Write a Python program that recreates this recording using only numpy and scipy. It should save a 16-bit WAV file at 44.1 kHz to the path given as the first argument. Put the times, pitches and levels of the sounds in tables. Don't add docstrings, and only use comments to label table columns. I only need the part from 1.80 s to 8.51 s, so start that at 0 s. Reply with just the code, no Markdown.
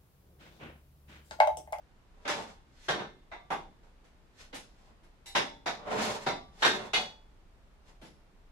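import sys
import numpy as np
from scipy import signal
from scipy.fft import rfft, irfft, next_fast_len
from scipy.io import wavfile
from scipy.ndimage import uniform_filter1d

SR = 44100
rng = np.random.default_rng(int(sys.argv[2]) if len(sys.argv) > 2 else 0)


def to_wav(sig):
    pcm = np.clip(np.atleast_2d(sig), -1, 1) * 32767
    pcm = np.round(pcm).astype(np.int16)
    wavfile.write(sys.argv[1], SR, pcm.T)


N = 296060


def amp(db):
    return 10 ** (np.asarray(db) / 20)


def unit(x):
    return x / np.sqrt(np.mean(x ** 2) + 1e-20)


def along(points, hz):
    f, value = np.transpose(points)
    return np.interp(np.log(hz + 1), np.log(f + 1), value)


def filtered(x, response):
    n = x.shape[-1]
    padded = next_fast_len(n + SR // 4)
    return irfft(rfft(x, padded) * response(np.fft.rfftfreq(padded, 1 / SR)), padded)[..., :n]


# f/Hz, likeness (1 = the same)
EAR_LIKENESS = [(30, .9), (125, 0.75), (300, 0.75), (600, 0.5), (1200, 0.017), (2000, 0.0052),
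                (4000, -0.045), (12000, 0.026)]
def diffuse(size):
    def shares(hz):
        likeness = along(EAR_LIKENESS, hz)
        return np.sqrt([(1 + likeness) / 2, (1 - likeness) / 2])
    mid, side = filtered(rng.standard_normal((2, size)), shares)
    return np.array([mid + side, mid - side])


# f/Hz, level/dB
ROOM_COLOUR = [(12, -38), (21, -6), (29, -1.5), (37, -9), (64, -11), (92, -19.5), (150, -21.5),
               (191, -22.5), (230, -24.5), (360, -27), (600, -30), (924, -30.5), (3700, -42), (9000, -52.5),
               (15000, -61)]
def room_tone(level_db=-59):
    return amp(level_db) * unit(filtered(diffuse(N), lambda hz: amp(along(ROOM_COLOUR, hz))))


# f/Hz, fade/s
ECHO_FADE = [(100, 0.9), (260, 0.36), (700, 0.31), (1800, 0.25), (4800, 0.34), (12800, 0.24)]
def room_echo(hold_s=0.027, build_s=0.0026, lumpy_db=1.5, slap=0.072):
    hz, t, bands = signal.stft(diffuse(SR * 3 // 4), SR, nperseg=256)
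    fade = amp(-60 * np.maximum(t - hold_s, 0) / along(ECHO_FADE, hz)[:, None])
    tail = signal.istft(bands * fade, SR, nperseg=256)[1]
    t = np.arange(tail.shape[1]) / SR
    lumps = unit(uniform_filter1d(rng.standard_normal(len(t)), size=40))
    tail = tail * amp(lumpy_db * lumps) * (1 - np.exp(-t / build_s))
    tail /= np.sqrt(np.sum(tail ** 2) / 2)
    for delay_s in np.linspace(.003, .027, 6) + rng.uniform(0, .003, 6):
        at = round(delay_s * SR)
        lag = rng.integers(-8, 9)
        tail[[0, 1], [at + lag, at - lag]] += slap * rng.choice([-1, 1])
    return tail / np.sqrt(np.sum(tail ** 2) / 2)


def friction(colour, slips_per_s, uneven_db):
    slips = (rng.random(N) < slips_per_s / SR) * rng.choice([-1, 1], N)
    sizes = amp(uneven_db * rng.standard_normal(N))
    heard = signal.fftconvolve((slips * sizes)[None], room_echo(), axes=1)[:, :N]
    return unit(filtered(heard, lambda hz: amp(along(colour, hz))))


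# f/Hz, level/dB
GRIND_COLOUR = [(40, -34), (75, -12.5), (175, -10), (214, 2.5), (250, -9), (320, -7), (443, 2.5),
                (534, -0.5), (585, -0.5), (650, -2), (900, 0), (1840, -11.5), (4000, -22), (6000, -65.5)]
HISS_COLOUR = [(600, -25), (1500, 4), (2800, 1.5), (5000, 0), (7200, -4.5), (8500, -10), (11800, -17),
               (13300, -34.5), (15000, -36.5)]
# t/s at full speed, rise/s, hold/s, grind level/dB, hiss level/dB
RUBS = [ (0.578, 0.15, 0.035, -40, -50), (0.683, 0.094, 0.019, -50, -57), (1.044, .16, 0.057, -71, -58.5),
        (1.153, 0.046, 0.062, -40.5, -62), (2.036, .015, 0.043, -66.5, -76),
        (2.61, 0.063, 0.0046, -59, -52.5), (3.0, .3, 0.086, -69, -71), (3.095, 0.097, .015, -63, -76),
        (3.998, 0.058, .05, -51, -83), (4.08, 0.048, 0.032, -38, -56), (4.117, .04, 0.099, -32, -44),
        (4.22, 0.035, 0.091, -34, -36.3), (4.345, 0.17, .02, -40, -41.5),
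        (4.415, 0.11, 0.027, -46.5, -49.5), (4.82, 0.086, .01, -51.5, -49.5),
        (4.946, .03, 0.017, -36, -47.5), (4.988, 0.046, 0.068, -42, -55.5),
        (5.208, 0.082, 0.0052, -39, -45.5), (6.093, 0.085, .005, -62, -64.5)]
def scrapes_and_swishes(rise_db=23, sag_db_per_s=7, release_db_per_s=191):
    grind, hiss = np.zeros(N), np.zeros(N)
    for peak_s, rise_s, hold_s, grind_db, hiss_db in RUBS:
        t = np.arange(N) / SR - peak_s
        rub_db = rise_db * np.minimum(t, 0) / rise_s
        rub_db -= sag_db_per_s * np.clip(t, 0, hold_s)
        rub_db -= release_db_per_s * np.maximum(t - hold_s, 0)
        grind = np.maximum(grind, amp(rub_db + grind_db))
        hiss = np.maximum(hiss, amp(rub_db + hiss_db))
    return (grind * friction(GRIND_COLOUR, slips_per_s=500, uneven_db=3)
            + hiss * friction(HISS_COLOUR, slips_per_s=630, uneven_db=5))


def causal(gain):
    cepstrum = irfft(np.log(np.maximum(gain, 1e-6)))
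    half = len(cepstrum) // 2
    return np.exp(rfft(np.r_[cepstrum[0], 2 * cepstrum[1:half], np.zeros(half)]))


def knock_force(db, contact_ms, tilt_db, leak_hz, fall_db_per_octave=18):
    hz = np.geomspace(210, 9900, 24)
    dulling_db = fall_db_per_octave / 6 * np.log2(1 + (hz * contact_ms / 1000) ** 6)
    leak_db = 15 * np.log10(1 + (leak_hz / hz) ** 2)
    return np.column_stack([hz, db + tilt_db * np.log2(hz / 1000) - dulling_db - leak_db])


def ring(notes, force, scatter_db=1, waver_rad=0.66, attack_s=0.016):
    t = np.arange(SR) / SR
    out, waver_times = np.zeros((2, SR)), np.linspace(0, 1, 40)
    for hz, db, fade_s in notes:
        start_db = db + along(force, hz) + scatter_db * rng.standard_normal()
        ear_gap = np.arccos(along(EAR_LIKENESS, hz)) * np.array([[.5], [-.5]])
        phases = rng.uniform(0, 2 * np.pi) + ear_gap * rng.choice([-1, 1])
        phases = phases + waver_rad * rng.standard_normal((2, len(waver_times)))
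        waver = np.array([np.interp(t, waver_times, ear) for ear in phases])
        out += amp(start_db - 60 * t / fade_s) * np.sin(2 * np.pi * hz * t + waver)
    return out * (1 - np.exp(-t / attack_s))


# f/Hz, level/dB
CONTACT_COLOUR = [(40, -21), (100, -10), (160, 0), (260, -1.5), (400, 1), (560, 0), (820, 3.5), (1200, 2),
                  (2600, 2), (3800, 1), (7400, 0.5), (8500, -1.5), (11200, 0.5), (12200, -9), (13200, -15),
                  (15000, -19.5)]
# t/s, part struck, level/dB, contact time/ms, treble tilt/(dB per octave), ring level/dB
KNOCKS = [ (0.452, "plate", -26.5, .28, -3, -9.5), (0.477, "plate", -19.5, .18, -2.5, -13),
          (0.493, "plate", -23, .22, -1, -22), (1.084, "wheel", -13, 0.23, -3, -22),
          (1.189, "wheel", -25.5, 0.23, -5.2, -22.5), (1.515, "beam", -31, 0.4, -1.5, -13.5),
          (1.704, "frame", -17.5, 0.24, -4.5, -24.5), (2.243, "tool", -56.5, 0.13, -2.8, -17),
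          (2.729, "tool", -35, 0.21, -2.5, -13), (2.743, "tool", -39, .12, -0.25, -32),
          (3.232, "tool", -55.5, 0.055, -4, -30), (3.459, "bolt", -42, 0.12, -0.56, -13),
          (3.551, "plate", -11.5, 0.23, -2, -18.5), (3.86, "beam", -18, 0.21, -3.5, -20.5),
          (4.184, "plate", -21.5, 0.19, -4, -27), (4.464, "beam", -14, 0.2, -5, -17.5),
          (4.822, "wheel", -11, 0.28, -.5, -14.5), (4.848, "wheel", -9.5, 0.18, -3, -18),
          (5.134, "axle", -14.5, .21, -1.34, -14.5), (6.215, "tool", -42.5, 0.081, -5, -31),
          (6.247, "tool", -49, 0.14, -1.5, -12.5)]
def knocks(part, humps, notes, clatter_db, ripple_db, leak_hz):
    out = np.zeros((2, N))
    hz = np.fft.rfftfreq(SR, 1 / SR)
    humps_db = sum(db * np.exp(-((hz - centre) / width) ** 2) for centre, width, db in humps)
    for time_s, struck, db, contact_ms, tilt_db, ring_db in KNOCKS:
        if struck != part:
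            continue
        force = knock_force(db, contact_ms, tilt_db, leak_hz)
        ripple = uniform_filter1d(uniform_filter1d(rng.standard_normal(len(hz)), size=70), size=40)
        spot_db = ripple_db * unit(ripple) * hz / (hz + 1100)
        colour = causal(amp(along(force, hz) + along(CONTACT_COLOUR, hz) + humps_db + spot_db))
        clatter = amp(clatter_db) * np.sqrt(SR / 20) * irfft(rfft(room_echo(), SR) * colour)
        sound = clatter + amp(ring_db) * ring(notes, force)
        start = round((time_s - .0015) * SR)
        out[:, start:start + SR] += sound[:, :N - start]
    return out


TOOL_HUMPS = [(300, 66, 3.5), (501, 13, 6), (1140, 83, -6), (2940, 1800, 2)]
TOOL_NOTES = [(498, 12, 0.15), (2010, 6.5, 0.21), (5210, -7, .7), (11030, 2, 0.65)]
def tool():
    return knocks("tool", TOOL_HUMPS, TOOL_NOTES, clatter_db=-5, ripple_db=3, leak_hz=79.7)


BOLT_HUMPS = [(854, 61, 7), (1360, 320, -6), (3950, 440, 4), (8300, 150, -10)]
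BOLT_NOTES = [(790, -1, 0.96), (1790, -7, 0.44), (2105, -8, 0.65), (2950, 4, .3), (4040, 6, 0.42),
              (3800, 11, 0.57), (4667, -11, .2), (5469, 4.5, 0.36), (7200, 7, 0.31), (7811, 8, 0.26),
              (8678, 3, 0.22), (9760, 1, 0.5), (10500, 4, .12), (10970, -1, .36), (12900, 0, .29)]
def bolt():
    return knocks("bolt", BOLT_HUMPS, BOLT_NOTES, clatter_db=-6, ripple_db=6.5, leak_hz=400)


FRAME_HUMPS = [(360, 120, 3), (900, 190, 8.5), (2270, 140, 0.5), (4200, 2050, -7), (11000, 1500, 7)]
FRAME_NOTES = [(376, -9, 0.28), (585, -1, 0.32), (890, -4, 0.42), (950, -3, .55), (1160, 3, 0.31),
               (2140, 2, 0.34), (3540, 3, 0.43)]
def frame():
    return knocks("frame", FRAME_HUMPS, FRAME_NOTES, clatter_db=-5, ripple_db=3, leak_hz=644)


BEAM_HUMPS = [(697, 75, 9), (1300, 88, 2), (2330, 190, -2), (3050, 450, -6), (3750, 100, 5.5),
              (4200, 210, -1.5), (5690, 320, 1.5)]
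BEAM_NOTES = [(361, -6.5, 0.39), (593, -2, 0.33), (741, -11, 0.51), (790, -6.5, 0.47), (954, 2, 0.34),
              (1166, -12, 0.78), (1650, -11, 0.21), (2010, 0.5, 0.33), (2140, -2, 0.34), (3570, 2, 0.46),
              (3650, 0, 0.37), (3740, 0.5, 0.33), (3950, 1.5, .38), (4000, -4.5, 0.29), (5200, -8.5, 0.61),
              (10960, -9, 0.94)]
def beam():
    return knocks("beam", BEAM_HUMPS, BEAM_NOTES, clatter_db=-5, ripple_db=3.5, leak_hz=545)


AXLE_HUMPS = [(758, 67, 7), (1530, 290, -0.5), (2100, 50, 9.5), (2570, 180, 7), (2930, 100, 10),
              (3270, 130, -5), (3380, 150, 12.5), (3840, 97, 9), (4500, 61, -9), (4500, 70, -5),
              (5140, 560, -4)]
AXLE_NOTES = [(502, -7, 0.39), (744, -12, 0.32), (789, -15, 0.36), (877, -11.5, 0.69), (1854, -6, .3),
              (2133, -7.5, 0.23), (2580, -2.5, 0.25), (2952, -6, .2), (3386, 3, 0.42), (3690, -1, .3),
              (4111, -12, .15), (4500, -5, 0.32), (4524, 4, 0.32), (4580, 2, 0.38), (6270, -5.5, .2),
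              (6616, -9, .2), (8960, -3, .24), (9222, 1.5, .18), (9970, 9, 0.189), (10970, 5, .2)]
def axle():
    return knocks("axle", AXLE_HUMPS, AXLE_NOTES, clatter_db=-7.5, ripple_db=4, leak_hz=430)


PLATE_HUMPS = [(284, 16, 4.5), (574, 14, -6), (850, 37, -2), (1084, 99, 2), (1540, 46, 4),
               (3300, 500, -1.5), (4450, 250, -5)]
PLATE_NOTES = [(270.7, -4, 0.49), (582, 1.5, 0.37), (795, -5, 0.52), (913, -6, 0.36), (906, -7.5, 0.57),
               (1020, -13, 0.27), (1570, -27, 0.38), (1707, -5.5, 0.4), (1945, -15, 0.42), (1970, -8, 0.43),
               (2150, -17, 0.59), (3400, -6, 0.5), (3510, -10.5, .5), (3530, -4, 0.43), (4020, -13.5, 0.47),
               (5530, -5.5, 0.28)]
def plates():
    return knocks("plate", PLATE_HUMPS, PLATE_NOTES, clatter_db=-5, ripple_db=3, leak_hz=400)


WHEEL_HUMPS = [(348, 31, 5), (1580, 86, 7), (1940, 69, -2.5), (2400, 490, -2.5), (3760, 270, -3),
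               (4430, 72, -4), (4900, 740, -2), (5780, 57, 4), (5900, 90, 3)]
WHEEL_NOTES = [(377.5, -7.5, .6), (445, -7, 0.37), (1520, -7, 0.26), (1760, -2, 0.43), (1790, -2.5, 0.33),
               (1855, 0, 0.31), (2100, -5.5, .5), (2745, -11, 0.52), (3420, -7, 0.57), (3631, -2, 0.58),
               (3646, 1.5, 0.33), (3750, 2.5, .34), (3830, 1.5, 0.36), (3883, 2.5, .34), (4030, -10.5, .45),
               (4371, -0.5, 0.4), (4600, -5, 0.36), (4974, -6.5, .3), (5470, -0.5, .3), (5755, 3, 0.22),
               (6020, -4, 0.2), (6960, 0, .26), (8802, -2, .24), (10280, 4.5, .2)]
def wheels():
    return knocks("wheel", WHEEL_HUMPS, WHEEL_NOTES, clatter_db=-7, ripple_db=3.5, leak_hz=444)


def scene():
    struck = plates() + wheels() + beam() + frame() + axle() + bolt() + tool()
    return struck + scrapes_and_swishes() + room_tone()


# f/Hz, level/dB
LEFT_OVER_RIGHT = [(100, 0), (300, -0.2), (600, -2), (1200, -0.5), (4500, 0), (8000, 2.5), (12000, -7)]
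def record(dry, top_hz=15100):
    def response(hz):
        balance = amp(np.outer([.5, -.5], along(LEFT_OVER_RIGHT, hz)))
        treble_cut = np.clip((top_hz - hz) / 200 + .5, 0, 1)
        return balance * treble_cut
    return filtered(dry, response)


dry = scene()
out = record(dry)
to_wav(out)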